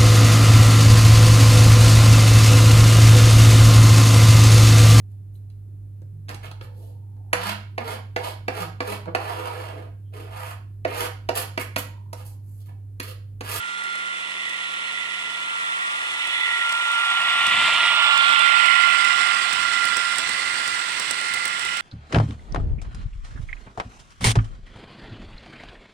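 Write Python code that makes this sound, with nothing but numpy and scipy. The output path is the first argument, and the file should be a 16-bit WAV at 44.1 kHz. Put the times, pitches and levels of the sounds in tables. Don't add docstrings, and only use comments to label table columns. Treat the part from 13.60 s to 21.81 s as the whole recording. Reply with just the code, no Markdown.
import sys
import numpy as np
from scipy import signal
from scipy.fft import rfft, irfft, next_fast_len
from scipy.io import wavfile
from scipy.ndimage import map_coordinates

SR = 44100
rng = np.random.default_rng(int(sys.argv[2]) if len(sys.argv) > 2 else 0)


def dump(signal):
    limited = np.clip(np.atleast_2d(signal).T, -1, 1)
    pcm = np.round(limited * 32767).astype(np.int16)
    wavfile.write(sys.argv[1], SR, pcm)


N = 362061
TIME = np.arange(N) / SR


def gain_of(db):
    return 10 ** (np.asarray(db) / 20)


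def evened(x):
    return x / np.sqrt(np.mean(x ** 2, axis=-1, keepdims=True) + 1e-20)


def curves(rows):
    s, *columns = np.transpose(rows)
    return np.array([np.interp(TIME, s, c) for c in columns])


def swells(rows):
    total = 0
    for s, width_s, *depths in rows:
        bump = np.exp(-((TIME - s) / width_s) ** 2)
        total = total + np.outer(depths, bump)
    return total


def passing(ears):
    def level(closest_s, width_s, near_db, before_db, after_db):
        offset = (TIME - closest_s) / width_s
        far_db = np.where(offset < 0, before_db, after_db)
        return far_db + (near_db - far_db) / (1 + offset ** 2)
    return np.array([level(*ear) for ear in ears])


def colour(x, points, band=None):
    size = next_fast_len(x.shape[-1], True)
    hz = np.fft.rfftfreq(size, 1 / SR)
    f, db = np.transpose(points)
    gain = gain_of(np.interp(np.log(hz + 1), np.log(f), db))
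    inside = 1 if band is None else (hz > band[0]) & (hz < band[1])
    share = np.sum(gain ** 2 * inside) / np.sum(gain ** 2)
    shaped = irfft(rfft(x, size) * gain, size)[..., :x.shape[-1]]
    return evened(shaped) / np.sqrt(share)


def wander(rate_hz):
    coarse = rng.standard_normal(N // 64 + 2)
    hz = np.fft.rfftfreq(len(coarse), 64 / SR)
    slow = irfft(rfft(coarse) / (1 + (hz / rate_hz) ** 2), len(coarse))
    return evened(np.interp(np.arange(N) / 64, np.arange(len(slow)), slow))


def moving_echo(x, echo, delay_s, sweep):
    delay = SR * delay_s * np.exp(sweep * wander(rate_hz=0.58))
    return x + echo * map_coordinates(x, [np.arange(N) - delay], order=3)


def room(x, t60):
    t = np.arange(SR // 2) / SR
    decay = gain_of(-60 * t / t60) * (t > .002)
    tail = evened(rng.standard_normal((2, len(t))) * decay) / np.sqrt(len(t))
    return signal.oaconvolve(np.atleast_2d(x) * np.ones((2, 1)), tail, axes=1)[:, :N]


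# time in seconds, lag of the left ear in ms.
BEARING = [(0, -0.26), (2.5, -0.19), (3.25, -0.15), (3.75, -0.096), (4.25, 0.047), (4.75, 0.29),
           (5.25, 0.46), (5.75, 0.49), (8.2, 0.48)]


def at_ears(x, wet):
    lag = curves(BEARING)[0] * SR / 1000
    x = moving_echo(x, echo=0.23, delay_s=.0028, sweep=0.147)
    direct = np.array([map_coordinates(x, [np.arange(N) - side * lag / 2], order=3) for side in (1, -1)])
    return evened(evened(direct) + wet * evened(room(x, t60=0.09)))


# centre in Hz, width in Hz, lift (or cut) in dB.
RINGS = [(609, 5.4, 3), (998.5, 3.2, 10), (1179, 10.6, 10.5), (1430, 11, 12), (1936, 51, -1.5),
         (2100, 17, -6.5), (2010, 52, 4.5), (2093, 32, 2.5), (2370, 9.6, 1.5), (2857, 4.1, 5),
         (2810, 7.2, -5), (3420, 8.1, 3)]


def ringing(x):
    size = next_fast_len(N, True)
    hz = np.fft.rfftfreq(size, 1 / SR)
    gain = 1 + sum((gain_of(db) - 1) / (1 + 2j * (hz - f) / width) for f, width, db in RINGS)
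    return irfft(rfft(x, size) * gain, size)[:N]


GEAR_ORDER = 3


def tooth_noise(turns, gear_share, loose_share):
    def flaws(phase, size):
        profile = irfft(np.exp(2j * np.pi * rng.random(size)))
        return evened(map_coordinates(profile, [phase % 1 * len(profile)], order=3, mode="grid-wrap"))
    gear, loose = np.clip([gear_share, loose_share], 0, 1)
    gear_flaws = flaws(GEAR_ORDER * turns, size=701)
    axle_flaws = flaws(turns, size=2101)
    locked = np.sqrt(gear) * gear_flaws + np.sqrt(1 - gear) * axle_flaws
    play = rng.standard_normal(N)
    return ringing(np.sqrt(1 - loose) * locked + np.sqrt(loose) * play)


KNOCK_ORDERS = [2, 6, 9, 12, 21]
# depth in dB of the knock at that multiple, before limiting and each part's own share.
KNOCK_DB = [0.68, 1.4, 1.6, 0.76, 3]


def knocks(turns):
    limit_db = 4
    swing_db = 0
    for order, db in zip(KNOCK_ORDERS, KNOCK_DB):
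        swing_db = swing_db + db * np.cos(2 * np.pi * (order * turns + rng.random()))
    return np.minimum(swing_db, limit_db * np.tanh(swing_db / limit_db))


# frequency in Hz, relative density in dB per Hz.
CHASSIS = [(50, -55), (150, -42), (300, -24), (540, -25.5), (640, -7.5), (830, -7.5), (900, -3), (1010, 2),
           (1300, -1), (1500, -15), (1750, -2.5), (2100, -36), (3000, -60)]
SHELL = [(1300, -43), (1650, -21.5), (1850, -9), (1930, 0), (2020, -3.5), (2130, -2), (2250, -21),
         (2500, -15), (3200, -58)]
TEETH = [(1600, -38), (2100, -8), (2390, -2), (2560, -2.5), (2780, 1), (3080, -2.5), (3300, -9.5),
         (3800, -30), (5000, -50)]
METAL = [(2900, -40), (3200, -3), (3360, 0.5), (3480, 4), (3620, -2.5), (3900, -9), (4250, -11.5),
         (4550, -26), (6000, -51)]
# closest in seconds,
# half-width in seconds, level there in dB, far level before in dB, far level after in dB.
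CHASSIS_PASS = [(3.85, 1, -34, -45.5, -46.5), (4.52, 1.57, -23, -44, -38.5)]
SHELL_PASS = [(4.1, .8, -30, -37, -36.5), (4.7, 1.53, -26.5, -35.5, -32)]
TEETH_PASS = [(4.05, 1.2, -28, -41, -53), (4.63, 1.63, -17.5, -37, -35.5)]
METAL_PASS = [(4.13, 1.27, -28.5, -51, -50.5), (4.6, 1.73, -22.5, -41.5, -40.5)]
# centre in seconds, half-width in seconds,
# left lift in dB, right lift in dB.
BURSTS = [(0.4, 0.14, 3, 4), (0.92, 0.16, 4, 4), (1.48, .22, 2, 6), (2.2, 0.22, 2, 2), (2.9, 0.26, 6, 9),
          (3.85, 0.35, 1.5, 6), (5.1, 0.4, -0.5, 10), (5.72, 0.23, 2, 5.5), (6.25, 0.16, 3, 5.5),
          (6.8, 0.21, 1.5, 4), (7.8, 0.21, 3, 4.5)]
# centre in seconds, half-width in seconds,
# teeth left in dB, teeth right in dB, metal left in dB, metal right in dB.
FLARES = [(0.1, 0.38, -4, -2, 3, 0), (1.15, 0.56, 1.5, 3, 5, 2.5), (2.75, 0.19, 3.5, 3, -2, 4.5),
          (4.68, 0.22, 5, -0.5, -3, 1.5), (5.2, 0.29, -9, 1, -5, -3.5), (7.5, 0.17, -8, 1, -1, 0),
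          (8.15, 0.22, -3, 4.5, -2, 2)]


def drive_train(turns):
    knocks_db = knocks(turns)

    def part(gear_share, loose_share, knock_share, points, wet):
        shaken = tooth_noise(turns, gear_share, loose_share) * gain_of(knock_share * knocks_db)
        return at_ears(colour(shaken, points), wet)
    chassis = part(gear_share=0.8, loose_share=0.49, knock_share=0, points=CHASSIS, wet=0.42)
    shell = part(gear_share=0.73, loose_share=0.74, knock_share=1, points=SHELL, wet=0.51)
    teeth = part(gear_share=0.78, loose_share=0.72, knock_share=0.037, points=TEETH, wet=0.3)
    metal = part(gear_share=0.56, loose_share=0.61, knock_share=.5, points=METAL, wet=0.47)
    teeth_db, metal_db = swells(FLARES).reshape(2, 2, N)
    body = chassis * gain_of(passing(CHASSIS_PASS)) + shell * gain_of(passing(SHELL_PASS) + swells(BURSTS))
    chatter = teeth * gain_of(passing(TEETH_PASS) + teeth_db)
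    edge = metal * gain_of(passing(METAL_PASS) + metal_db)
    return body + chatter + edge


# time in seconds, axle turns per second.
SPEED = [(0, 4.2085), (3.5, 4.2085), (5.2, 4.204), (8.2, 4.204)]
# closest in seconds, half-width in seconds,
# level there in dB, far level before in dB, far level after in dB.
WHINE_PASS = [(3.97, 1.4, -25.5, -24.5, -37.5), (4.97, 1.035, -14.5, -25, -31)]
# centre in seconds,
# half-width in seconds, left change in dB, right change in dB, phase swing between the ears in rad.
FADES = [(0.02, 0.75, -13, -5, 0.1), (0.83, 0.24, -21, -14, 3.5), (1.52, 0.39, -15, -14.5, 3.5),
         (2.26, .46, -3.5, -2.4, 1.46), (2.68, 0.3, -6.5, -16.5, -0.96), (4.0, 0.31, 4.5, -11, 0),
         (5.9, .11, -8, -4, 1), (6.33, 0.41, -6, 4, -1.2), (6.69, 0.18, 3, -8.5, -0.3),
         (7.43, .11, -6, -11, -1.5)]
MESH_ORDER = 331
THIRD_DB = -30


def whine(turns):
    left_db, right_db, swing = swells(FADES)
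    lag_s = curves(BEARING)[0] / 1000
    lead = swing - 2 * np.pi * MESH_ORDER * curves(SPEED)[0] * lag_s
    tremble = 0.14 * wander(rate_hz=66)
    phase = 2 * np.pi * MESH_ORDER * turns + tremble + np.array([lead, -lead]) / 2
    pass_db = passing(WHINE_PASS)
    note_db = pass_db + np.array([left_db, right_db]) + 1.1 * wander(rate_hz=41)
    third_db = pass_db + THIRD_DB + 2.0 * wander(rate_hz=6)
    return np.sqrt(2) * (gain_of(note_db) * np.sin(phase) + gain_of(third_db) * np.sin(3 * phase))


# time in seconds, share of near hiss from 0 to 1.
NEARNESS = [(0, 0.14), (3.2, 0.14), (4, 0.88), (4.8, 1), (8.2, 0.75)]


def between_cars(x):
    return moving_echo(x, echo=0.25 * curves(NEARNESS)[0], delay_s=0.000487, sweep=0.29)


# frequency in Hz, relative density in dB per Hz.
HISS_LEFT = [(40, -30), (300, -19), (600, 1), (1100, 10.5), (1600, 10), (2700, 16), (4000, 4), (4800, -1.5),
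             (6500, 0), (8000, 3), (9200, 5.5), (10300, -3), (12000, -11.5), (15500, -14)]
HISS_RIGHT = [(40, -39), (300, -7), (600, -7.5), (1100, 4), (1600, 9.5), (2700, -2), (4200, 5), (5400, 2),
              (6550, -10.5), (7600, 2.5), (8900, -1), (9800, -17), (11000, -31), (13200, -26), (15200, -29)]
HISS_FAR = [(40, -42), (300, -9), (600, -4.5), (1100, -20), (1650, -3), (2700, 2.5), (4200, -6.5),
            (5200, 2.5), (6500, -2), (7800, 0), (9300, 1), (9620, -2), (10200, -17), (11200, -23),
            (15200, -26)]
# frequency in Hz, relative density in dB per Hz.
BOARD = [(20, -26), (50, -11), (62, 3), (110, 1), (190, 4.5), (330, -2.5), (520, -14), (900, -6),
         (2000, -60)]
# closest in seconds, half-width in seconds,
# level there in dB, far level before in dB, far level after in dB.
HISS_PASS = [(3.5, 2.0, -43.5, -55, -47), (6.1, 2.69, -32, -49, -44)]
# centre in seconds, half-width in seconds,
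# left hiss lift in dB, right hiss lift in dB, rumble lift in dB.
TRUCKS = [(4.03, 0.2, 0.5, 4.5, 7), (5.55, 0.25, 0.5, 1, 4), (6.0, 0.26, 2, 0, 1), (6.85, 0.46, 2, 0.1, 1)]
BOARD_AT_S, BOARD_RISE_S, BOARD_FAR_DB, BOARD_NEAR_DB = 3.5, 0.071, -73.5, -58.5


def wheels():
    on_board = (1 + np.tanh((TIME - BOARD_AT_S) / (2 * BOARD_RISE_S))) / 2
    step_db = BOARD_FAR_DB + (BOARD_NEAR_DB - BOARD_FAR_DB) * on_board
    left_db, right_db, board_db = np.vstack([passing(HISS_PASS), step_db]) + swells(TRUCKS)

    grit_db = 3.5 * np.minimum(rng.exponential(1, (3, N)), 3)
    struck = rng.random((3, N)) < 1500 / SR
    grit = rng.standard_normal((3, N)) * gain_of(grit_db) * struck
    contact = rng.standard_normal((3, N)) + 0.49 * evened(grit)
    contact = contact * gain_of(0.84 * wander(rate_hz=34))

    top = (7000, 10000)  # Hz, the band in which the hiss levels are set
    left, close, far = (colour(c, points, top)
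                        for c, points in zip(contact, (HISS_LEFT, HISS_RIGHT, HISS_FAR)))
    near = np.clip(curves(NEARNESS)[0], 0, 1)
    right = np.sqrt(near) * close + np.sqrt(1 - near) * far
    hiss = np.array([between_cars(left) * gain_of(left_db), between_cars(right) * gain_of(right_db)])

    shared, own = rng.standard_normal(N), rng.standard_normal((2, N))
    rumble = colour(shared + 1.03 * own, BOARD)
    ear_db = np.array([[1.5], [6.0]])
    return hiss + rumble * gain_of(board_db + ear_db + 2.0 * wander(rate_hz=6.4))


# start in seconds, level in dB before the gains of tick and thud,
# left minus right in dB.
JOINTS = [(0.2369, -51, -4), (0.354, -49, -2), (0.894, -49, -1), (2.672, -49, -6), (3.0929, -46, -8),
          (3.1226, -42, -12), (3.3157, -47.5, -8), (3.8668, -40, -11), (4.576, -39.5, -3), (4.692, -43, -3),
          (4.792, -42.5, -6), (5.0582, -45, -11), (5.3304, -45, -11), (5.4457, -41.5, -8),
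          (5.9299, -38.5, -8), (6.2525, -39, -11), (6.3677, -37, -11), (6.5578, -45, -11),
          (6.5837, -36.5, -14), (6.6912, -39.5, -7), (7.0764, -40, -8), (7.3967, -39, -13),
          (7.509, -36, -12), (7.6131, -46, -12), (7.7372, -42, -15), (7.743, -41.5, -15), (7.854, -38, -11),
          (7.879, -43, -12), (7.9942, -42, -8), (8.0501, -43, -8), (8.1698, -42, -6)]


def joints(rebound_s=.0035, rebound=0.25, thud_s=0.018):
    t, out = np.arange(4096) / SR, np.zeros((2, N + 4096))
    rise_s, decay_s = .0006, .0016
    drop = (1 - np.exp(-t / rise_s)) * np.exp(-t / decay_s)
    bounce = rebound * np.exp(-abs(t - rebound_s) / decay_s) * (t > rebound_s)
    # (Hz, relative dB per Hz)
    tick = [(100, -35), (1000, 0), (3000, -3), (5500, 6.0), (6600, -1.5), (8500, 11.5),
            (10500, -6.5), (13000, -14.5), (15500, -10)]
    board = [(40, -22), (150, -5), (320, -6.0), (700, -3.0), (1300, -18), (3000, -60)]
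    for s, db, pan_db in JOINTS:
        burst = colour(rng.standard_normal((2, len(t))), tick) * (drop + bounce) * gain_of(db + 23.0)
        thud = colour(rng.standard_normal(len(t)), board) * np.exp(-t / thud_s) * gain_of(db - 4.5)
        pan = gain_of(np.array([[pan_db], [-pan_db]]) / 2)
        start = round(s * SR)
        out[:, start:start + len(t)] += (burst + thud) * pan
    direct = out[:, :N]
    return direct + .14 * room(direct, t60=.22)


# frequency in Hz, relative density in dB per Hz.
ROOM_NOISE = [(20, -23), (80, -28), (160, -12.5), (330, 4.5), (560, 4), (1000, -4.5), (3000, -36)]
# time in seconds, level at the right ear in dB.
HUM = [(0, -55), (1.7, -55), (2.4, -60.5), (3.2, -72), (8.2, -79)]
HUM_HZ = 186


def background():
    air = colour(rng.standard_normal((2, N)), ROOM_NOISE) * gain_of([[-57], [-51]])
    hum = np.sqrt(2) * np.sin(2 * np.pi * HUM_HZ * TIME) * gain_of(curves(HUM)[0])
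    return air + hum * gain_of([[-22], [0]])


def scene():
    flutter = 1 + .0007 * wander(rate_hz=3)
    turns = np.cumsum(curves(SPEED)[0] * flutter) / SR
    return drive_train(turns) + whine(turns) + wheels() + joints() + background()


EDGE_HZ = 15950


def record(dry):
    knee, headroom = .7, .2
    over = np.maximum(abs(dry) - knee, 0)
    held = np.clip(dry, -knee, knee) + np.sign(dry) * headroom * np.tanh(over / headroom)
    lowpass = signal.firwin(511, EDGE_HZ, window=("kaiser", 9), fs=SR)
    return signal.oaconvolve(held, lowpass[None], "same", axes=1)


dry = scene()
out = record(dry)
dump(out)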